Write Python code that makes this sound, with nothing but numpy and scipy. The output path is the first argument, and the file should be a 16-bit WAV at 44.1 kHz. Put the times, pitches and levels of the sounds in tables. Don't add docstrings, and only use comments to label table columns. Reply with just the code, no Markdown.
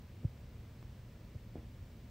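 import sys
import numpy as np
from scipy.fft import rfft, irfft, next_fast_len
from scipy.io import wavfile
from scipy.ndimage import map_coordinates

SR = 44100
rng = np.random.default_rng(int(sys.argv[2]) if len(sys.argv) > 2 else 0)


def generate_wav(sig):
    pcm = np.round(np.clip(np.atleast_2d(sig).T, -1, 1) * 32767).astype(np.int16)
    wavfile.write(sys.argv[1], SR, pcm)


N = 92610

# (frequency [Hz], relative spectral density [dB])
RUMBLE_SPECTRUM = [(12, -49), (20, -14), (48, 0), (108, -1.5), (125, -1.5), (142, -8.5), (235, -10.5),
                   (292, -20.5), (318, -15.5), (345, -20.5), (495, -22.5), (583, -22), (632, -26.5),
                   (1000, -35), (1300, -60), (2200, -120)]
# (frequency [Hz], relative spectral density [dB])
HISS_SPECTRUM = [(590, -9.5), (1000, -1.5), (1350, -3.5), (2240, -3.5), (3240, -7.5), (5380, -11),
                 (7170, -16), (7960, -15.5), (9350, -20), (11200, -23), (12200, -21), (14700, -14),
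                 (15700, -12)]
# (frequency [Hz], side relative to mid [dB])
SIDE_SPECTRUM = [(100, -73), (350, -24), (700, -15), (1400, -10), (2800, -8), (5600, -7), (10500, -3),
                 (14500, -4.5)]
# (frequency [Hz], relative spectral density [dB])
TICK_TAIL_SPECTRUM = [(200, -2), (500, 1), (1500, -4), (3200, -10), (5000, -24), (10000, -45)]
# (time [s], push level [dB], push frequency [Hz], push half length [s],
# contact level [dB], rub relative to contact [dB])
THUMP_EVENTS = [(0.2465, -22.5, 115, 0.0051, -35.5, -17.5), (1.3545, -38, 94, 0.0075, -49, -12),
                (1.8115, -43, 89.3, 0.011, -60, -11)]
# (frequency [Hz], relative spectral density [dB])
RUB_SPECTRUM = [(60, -15), (250, 10), (550, 17), (900, -21), (2000, -46)]
# (frequency [Hz], level [dB], decay time T60 [s])
KNOCK_MODES = [(237.3, -48.5, 0.22), (316, -51, 0.24), (363, -57, 0.15), (461, -52, 0.2),
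               (516, -57.5, 0.096), (592, -58, 0.15), (688, -56, 0.14), (825, -61.5, 0.082),
               (1020, -68, 0.14)]
# (frequency [Hz], relative spectral density [dB])
KNOCK_TAIL_SPECTRUM = [(100, -12), (240, 5), (700, -14), (1000, -17.5), (2500, -23.5), (6000, -50)]

RUMBLE_DB, HISS_DB = -51.5, -68
HUM_HZ, HUM_DB, HUM_WAVER_DB, HUM_DRIFT_RAD = 119.54, -61, 2.5, 0.34
TICK_S, TICK_DB, TICK_TAIL_REL_DB = 0.8277, -41.8, -26
CONTACT_HZ, CONTACT_RISE_S, CLICK_REL_DB = 279, 0.0003, -7
PUSH_LAG_S, PUSH_SAG_PER_S, BOOM_REL_DB = 0.0085, 40, -20.5
RUB_HALF_S = 0.0076
KNOCK_S, EDGE_DB, RECOIL_DB, KNOCK_TAIL_DB = 1.5565, -37.5, -30.5, -54
BAND_LIMIT_HZ = 15750


def amp(db):
    return 10 ** (np.asarray(db) / 20)


def gain_at(spectrum, hz):
    knots_hz, db = np.transpose(spectrum)
    return amp(np.interp(np.log(hz + 1), np.log(knots_hz + 1), db))


def since(s):
    return np.arange(N) / SR - s


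def wobble(rate):
    knots = rng.standard_normal(int(N * rate / SR) + 4)
    return map_coordinates(knots, [np.arange(N) * rate / SR])


def filtered(x, response):
    size = next_fast_len(N + SR // 2)
    hz = np.fft.rfftfreq(size, 1 / SR)
    return irfft(rfft(x, size) * response(hz), size)[..., :N]


def noise(spectrum):
    coloured = filtered(rng.standard_normal(N), lambda hz: gain_at(spectrum, hz))
    return coloured / np.sqrt(np.mean(coloured ** 2) + 1e-20)


def stereo_noise(spectrum):
    side = filtered(noise(spectrum), lambda hz: gain_at(SIDE_SPECTRUM, hz))
    return noise(spectrum) + np.array([side, -side])


def fade(s, t60, rise=0.00032):
    t = np.maximum(since(s), 0)
    return (1 - np.exp(-t / rise)) * np.exp(-np.log(1000) * t / t60)


def ring(s, hz, t60, rise=0.00023):
    return fade(s, t60, rise) * np.sin(2 * np.pi * hz * since(s))


def pulse(s, hz, half_s):
    t = since(s)
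    return np.exp(-(t / half_s) ** 2) * np.cos(2 * np.pi * hz * t)


def room_tone():
    phase = 2 * np.pi * HUM_HZ * since(0) + HUM_DRIFT_RAD * wobble(6.02)
    hum = np.sqrt(2) * amp(HUM_DB + HUM_WAVER_DB * wobble(9)) * np.sin(phase)
    rumble = amp(RUMBLE_DB) * stereo_noise(RUMBLE_SPECTRUM)
    hiss = amp(HISS_DB) * stereo_noise(HISS_SPECTRUM)
    return rumble + hiss + hum


def tick():
    snap = fade(TICK_S, t60=0.0045, rise=0.00008)
    tail = amp(TICK_TAIL_REL_DB) * fade(TICK_S, t60=0.08) * stereo_noise(TICK_TAIL_SPECTRUM)
    return amp(TICK_DB) * (snap / snap.max() + tail)


def thumps():
    out = np.zeros(N)
    for s, push_db, hz, half_s, contact_db, rub_db in THUMP_EVENTS:
        contact = ring(s - CONTACT_RISE_S, CONTACT_HZ, t60=0.034, rise=CONTACT_RISE_S)
        click = amp(CLICK_REL_DB) * pulse(s, hz=470, half_s=0.0011)
        rub = amp(rub_db) * np.exp(-np.abs(since(s)) / RUB_HALF_S) * noise(RUB_SPECTRUM)
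        t = since(s + PUSH_LAG_S)
        swell = np.exp(1 - np.hypot(1, np.sqrt(2) * t / half_s))
        pitch_ratio = np.exp(-PUSH_SAG_PER_S * np.clip(t, -.5, .5))
        cycles = hz * (1 - pitch_ratio) / PUSH_SAG_PER_S
        push = swell * np.sin(2 * np.pi * cycles)
        boom = amp(BOOM_REL_DB) * ring(s + PUSH_LAG_S, hz=57, t60=0.16)
        out += amp(push_db) * (push + boom) + amp(contact_db) * (contact + click + rub)
    return out


def knock():
    edge = amp(EDGE_DB) * pulse(KNOCK_S, hz=390, half_s=0.00094)
    recoil = -amp(RECOIL_DB) * ring(KNOCK_S, hz=151, t60=0.019, rise=0.00071)
    modes = -sum(amp(db) * ring(KNOCK_S, hz, t60, rise=0.0019) for hz, db, t60 in KNOCK_MODES)
    tail = amp(KNOCK_TAIL_DB) * fade(KNOCK_S, t60=0.28, rise=0.0063) * stereo_noise(KNOCK_TAIL_SPECTRUM)
    return edge + recoil + modes + tail


def scene():
    return room_tone() + thumps() + knock() + tick()


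def record(dry):
    return filtered(dry, lambda hz: hz < BAND_LIMIT_HZ)


dry = scene()
out = record(dry)
generate_wav(out)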